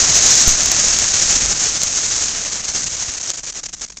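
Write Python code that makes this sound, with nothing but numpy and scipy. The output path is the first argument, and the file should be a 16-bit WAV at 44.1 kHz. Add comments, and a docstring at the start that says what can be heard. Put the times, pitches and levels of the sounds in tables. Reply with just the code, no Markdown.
"""Outdoors, a small camera microphone stands close to a fiercely burning pyrotechnic mixture.
Countless grains flash off in a flickering jet of gas: a sharp hiss over a roar and a low rumble.
A few larger grains pop, flaring gas thuds softly, and one puff of gas thumps the microphone.
The flame weakens and breaks into separate spurts over fizzing embers."""
import sys
import numpy as np
from scipy import signal
from scipy.fft import rfft, irfft
from scipy.io import wavfile

SR = 44100
rng = np.random.default_rng(int(sys.argv[2]) if len(sys.argv) > 2 else 0)


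def waveform_to_disk(signal):
    """Save audio, clipped to [-1, 1], as 16-bit WAV at the path in sys.argv[1]."""
    frames = np.transpose(np.atleast_2d(signal))
    scaled = np.clip(frames, -1, 1) * 32767
    samples = np.round(scaled).astype(np.int16)
    wavfile.write(sys.argv[1], SR, samples)


N = 176400  # 4 s

# The sharp hiss of the jet, close up: frequency_hz, level_db
HISS_COLOUR = [(2300, -55.5), (3200, -16), (4000, -9.5), (5000, -7), (5900, -1.1), (6550, 1.5), (7000, -1),
               (7500, -5.5), (8000, -15.5), (8400, -18), (8800, -33), (9300, -35.5)]
# The broad roar under it: frequency_hz, level_db
ROAR_COLOUR = [(25, -9), (90, 4.5), (200, 0), (400, -1), (700, 0), (950, -2.5), (1500, .5), (2300, 1),
               (3000, 0.5), (3600, -5.5), (4600, -21)]
# Balance of the roar against the hiss at the microphone: time_s, level_db
ROAR_BALANCE = [(0, -10), (.4, -13), (.6, -10.5), (1.2, -11.5), (1.55, -10), (2.2, -12.5), (2.4, -8.5),
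                (2.8, -11.5), (3.2, -10), (4, -11.5)]

def flame(t):
    """Tiny grain bursts and rushing gas flicker together; a weak flame has fewer grains and crackles."""
    full_grains_per_s, grain_spread_db, flash_half_width_s = 16000, 1.5, 0.00035
    flicker_hz, flicker_db, flutter_hz, flutter_db = 90.2, 1, 555, 0.7
    gas_db = -2  # smooth gas noise against the grains
    strength = burn_strength(t)
    chance = full_grains_per_s * strength ** .75 / SR
    ignites = rng.random(N) < chance
    grain_size = undb(grain_spread_db * np.clip(rng.standard_normal(N), -2, 2))
    flash = np.exp(-((t[:256] - t[128]) / flash_half_width_s) ** 2)
    grain_power = np.convolve(ignites / chance * grain_size ** 2, flash, "same")
    jet_power = grain_power / grain_power.mean() + undb(gas_db) ** 2
    flicker = undb(flicker_db * wander(flicker_hz) + flutter_db * wander(flutter_hz))
    envelope = flicker * np.sqrt(jet_power)
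    hiss = colour(strength * unit(envelope * rng.standard_normal(N)), HISS_COLOUR)
    roar = colour(strength * unit(envelope * rng.standard_normal(N)), ROAR_COLOUR)
    return hiss + undb(curve(ROAR_BALANCE, t)) * roar


# Surges of the unbroken flame: time_s, level_db
FLAME_SURGES = [(0.0, -9), (0.01, -12), (0.12, -13), (0.17, -10), (0.2, -14), (0.26, -10), (0.53, -12),
                (0.56, -18), (0.6, -15), (0.61, -14), (0.64, -17), (0.66, -12.5), (0.69, -17),
                (0.72, -13.5), (0.76, -15.5), (0.78, -14), (0.96, -15), (0.97, -18.5), (1.02, -14),
                (1.13, -17.5), (1.14, -14), (1.35, -15), (1.36, -10.5), (1.37, -18.5), (1.4, -20),
                (1.41, -14), (1.48, -18), (1.49, -15.5), (1.52, -15), (1.55, -23), (1.56, -19), (1.68, -15),
                (1.73, -21.5), (1.76, -16), (1.79, -21.5), (1.84, -16), (1.86, -23.5), (1.87, -19),
                (1.94, -20.5), (1.96, -17), (2.1, -20), (2.12, -15), (2.15, -19), (2.2, -17.5), (2.26, -19),
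                (2.27, -20.5), (2.44, -24), (2.46, -19.5), (2.51, -27.5), (2.53, -20.5), (2.54, -23.5),
                (2.56, -23.5), (2.61, -25), (2.62, -31), (2.63, -27.5)]
# The last pockets of mixture catching: start_s, length_s, level_db
LAST_SPURTS = [(2.641, 0.018, -23), (2.68, 0.026, -21), (2.731, 0.016, -24.5), (2.746, 0.043, -18),
               (2.789, 0.056, -22), (2.861, 0.019, -20), (2.893, 0.011, -24), (2.903, 0.052, -22.5),
               (2.965, 0.029, -24), (2.995, 0.046, -22.5), (3.04, 0.05, -25.5), (3.08, 0.02, -22.5),
               (3.105, 0.056, -26.5), (3.149, 0.01, -32), (3.166, 0.02, -25.5), (3.199, 0.021, -23.5),
               (3.226, 0.094, -26), (3.294, 0.012, -22), (3.334, 0.026, -27.5), (3.371, 0.026, -26.5),
               (3.4, 0.01, -31), (3.431, 0.026, -27.5), (3.464, 0.041, -25), (3.522, 0.0059, -31),
               (3.536, 0.0074, -34), (3.547, 0.052, -26.5), (3.633, 0.0075, -23), (3.647, 0.008, -31),
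               (3.657, 0.0096, -24.5), (3.686, 0.0085, -27), (3.729, 0.02, -27.5), (3.763, 0.025, -37),
               (3.794, 0.0076, -33), (3.81, 0.039, -25.5), (3.861, 0.004, -33.5), (3.878, 0.008, -35.5),
               (3.899, 0.0053, -27.5), (3.922, 0.0055, -32), (3.97, 0.0041, -28.5), (3.98, 0.0086, -37)]

def burn_strength(t):
    """The flame surges and dies down to fading embers; the last pockets of mixture spurt over them."""
    die_down_s, embers_db, embers_db_per_s = .04, -23.5, -21
    attack_s, release_s, spurt_lift_db = 0.0049, 0.0038, 0.5
    since_flame = np.maximum(t - FLAME_SURGES[-1][0], 0)
    alive = np.clip(1 - since_flame / die_down_s, 0, 1)
    embers = undb(embers_db + embers_db_per_s * since_flame)
    strength = alive * undb(curve(FLAME_SURGES, t)) + (1 - alive) * embers
    for start_s, length_s, level_db in LAST_SPURTS:
        attack = np.clip((t - start_s) / attack_s + .5, 0, 1)
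        release = np.exp(-np.maximum(t - start_s - length_s, 0) / release_s)
        strength = np.maximum(strength, undb(level_db + spurt_lift_db) * attack * release)
    return strength


# Larger grains popping near the microphone: start_s, level_db
GRAIN_POPS = [(.606, 2), (0.633, 0), (.659, 5), (0.717, 12), (0.884, 3.5), (.937, -3.5), (0.988, 5.5),
              (1.144, -6), (1.199, -5), (1.46, 0.5), (1.669, -4.5), (1.818, -1), (1.834, 6), (1.878, -20),
              (2.532, -6), (2.651, -7), (2.841, -13), (3.087, -12), (3.3027, 0)]

def pops(t):
    """A larger grain bursts in one sharp crack with a brief fizz behind it, coloured like the flame."""
    fizz_db, fizz_decay_s, roar_db = -21, 0.00081, -15.5
    cracks = np.zeros(N)
    age = t[:2000]
    for start_s, level_db in GRAIN_POPS:
        crack = undb(fizz_db) * rng.standard_normal(len(age)) * np.exp(-age / fizz_decay_s)
        crack[0] = 1  # the burst itself
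        onset = int(start_s * SR)
        cracks[onset:onset + len(age)] += undb(level_db) * crack
    sound = colour(cracks, HISS_COLOUR) + undb(roar_db) * colour(cracks, ROAR_COLOUR)
    return sound / np.abs(impulse_response(HISS_COLOUR)).max()


def thump(t):
    """A puff of gas hits the microphone: a pressure step that leaks away."""
    start_s, gain_db, rise_s, fall_s, leak_hz = .476, -2, .0012, 0.014, 6.7
    age = np.maximum(t - start_s, 0)
    push = (1 - np.exp(-(age / rise_s) ** 2)) * np.exp(-age / fall_s)
    leak = signal.butter(1, leak_hz, "high", fs=SR, output="sos")
    return -undb(gain_db) * signal.sosfilt(leak, push)


# Soft thuds of flaring gas: centre_s, level_db
GAS_FLARES = [(.103, -22.5), (1.41, -42), (1.492, -23.5), (2.694, -31), (2.86, -39), (3.088, -38)]
# Their dull body at the microphone: frequency_hz, level_db
THUD_COLOUR = [(15, -24.5), (60, 1.5), (130, 1.5), (220, -10.5), (500, -55)]

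def thuds(t):
    """Brief low swells where the flame flares."""
    half_width_s = 0.0093
    swells = sum(undb(level_db) * np.exp(-((t - centre_s) / half_width_s) ** 2)
                 for centre_s, level_db in GAS_FLARES)
    return unit(colour(rng.standard_normal(N), THUD_COLOUR)) * swells


# The plume rumbling behind it all: time_s, level_db
PLUME_LEVEL = [(0, -32.5), (.45, -36), (.7, -31.5), (1.1, -38), (1.45, -30.5), (1.6, -40.5), (2.4, -43),
               (2.85, -42.5), (3.3, -50.5), (3.7, -47), (4, -50)]
# Its deep tone at the microphone: frequency_hz, level_db
PLUME_COLOUR = [(10, -8.5), (25, 1), (60, -1.5), (100, -13.5), (160, -11), (300, -14.5), (600, -57.5)]

def rumble(t):
    """Turbulence of the hot plume, sinking as the fire shrinks."""
    return unit(colour(rng.standard_normal(N), PLUME_COLOUR)) * undb(curve(PLUME_LEVEL, t))


def undb(db):
    """Decibels to gain."""
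    return 10 ** (np.asarray(db) / 20)


def unit(x):
    """Scale to rms 1."""
    return x / np.sqrt(np.mean(x ** 2))


def curve(rows, t):
    """Straight lines through rows of time_s, value."""
    return np.interp(t, *np.array(rows).T)


def wander(hz):
    """Glide between random values, hz of them a second, at rms 1."""
    return unit(np.interp(np.arange(N) * hz / SR, np.arange(N), rng.uniform(-1, 1, N)))


def impulse_response(points, size=4096):
    """Causal, unit-energy response for rows of frequency_hz, level_db."""
    hz, db = np.array(points).T
    bin_hz = np.arange(size // 2 + 1) * SR / size
    bin_db = np.interp(np.log(bin_hz + 1), np.log(hz), db)
    cepstrum = irfft(np.log(undb(bin_db)))
    cepstrum[1:size // 2] *= 2  # fold onto positive time for minimum phase
    cepstrum[size // 2 + 1:] = 0
    response = irfft(np.exp(rfft(cepstrum)))
    return response / np.linalg.norm(response)


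def colour(x, points):
    """Filter by rows of frequency_hz, level_db."""
    return signal.fftconvolve(x, impulse_response(points))[:N]


def low_pass(x, hz):
    """Steep low-pass."""
    return signal.sosfilt(signal.ellip(8, .2, 80, hz, fs=SR, output="sos"), x)


def scene():
    """The fire from close by in the open air, in mono."""
    t = np.arange(N) / SR
    return (flame(t) + pops(t) + rumble(t) + thuds(t) + thump(t))[None]


def record(dry):
    """A narrow-band camera microphone whose loudest peaks overload and splash into the top octave."""
    ceiling, knee_sharpness = .74, 12
    narrow = low_pass(dry, hz=8800)
    overloaded = narrow / (1 + np.abs(narrow / ceiling) ** knee_sharpness) ** (1 / knee_sharpness)
    return low_pass(overloaded, hz=15300)


dry = scene()
out = record(dry)
waveform_to_disk(out)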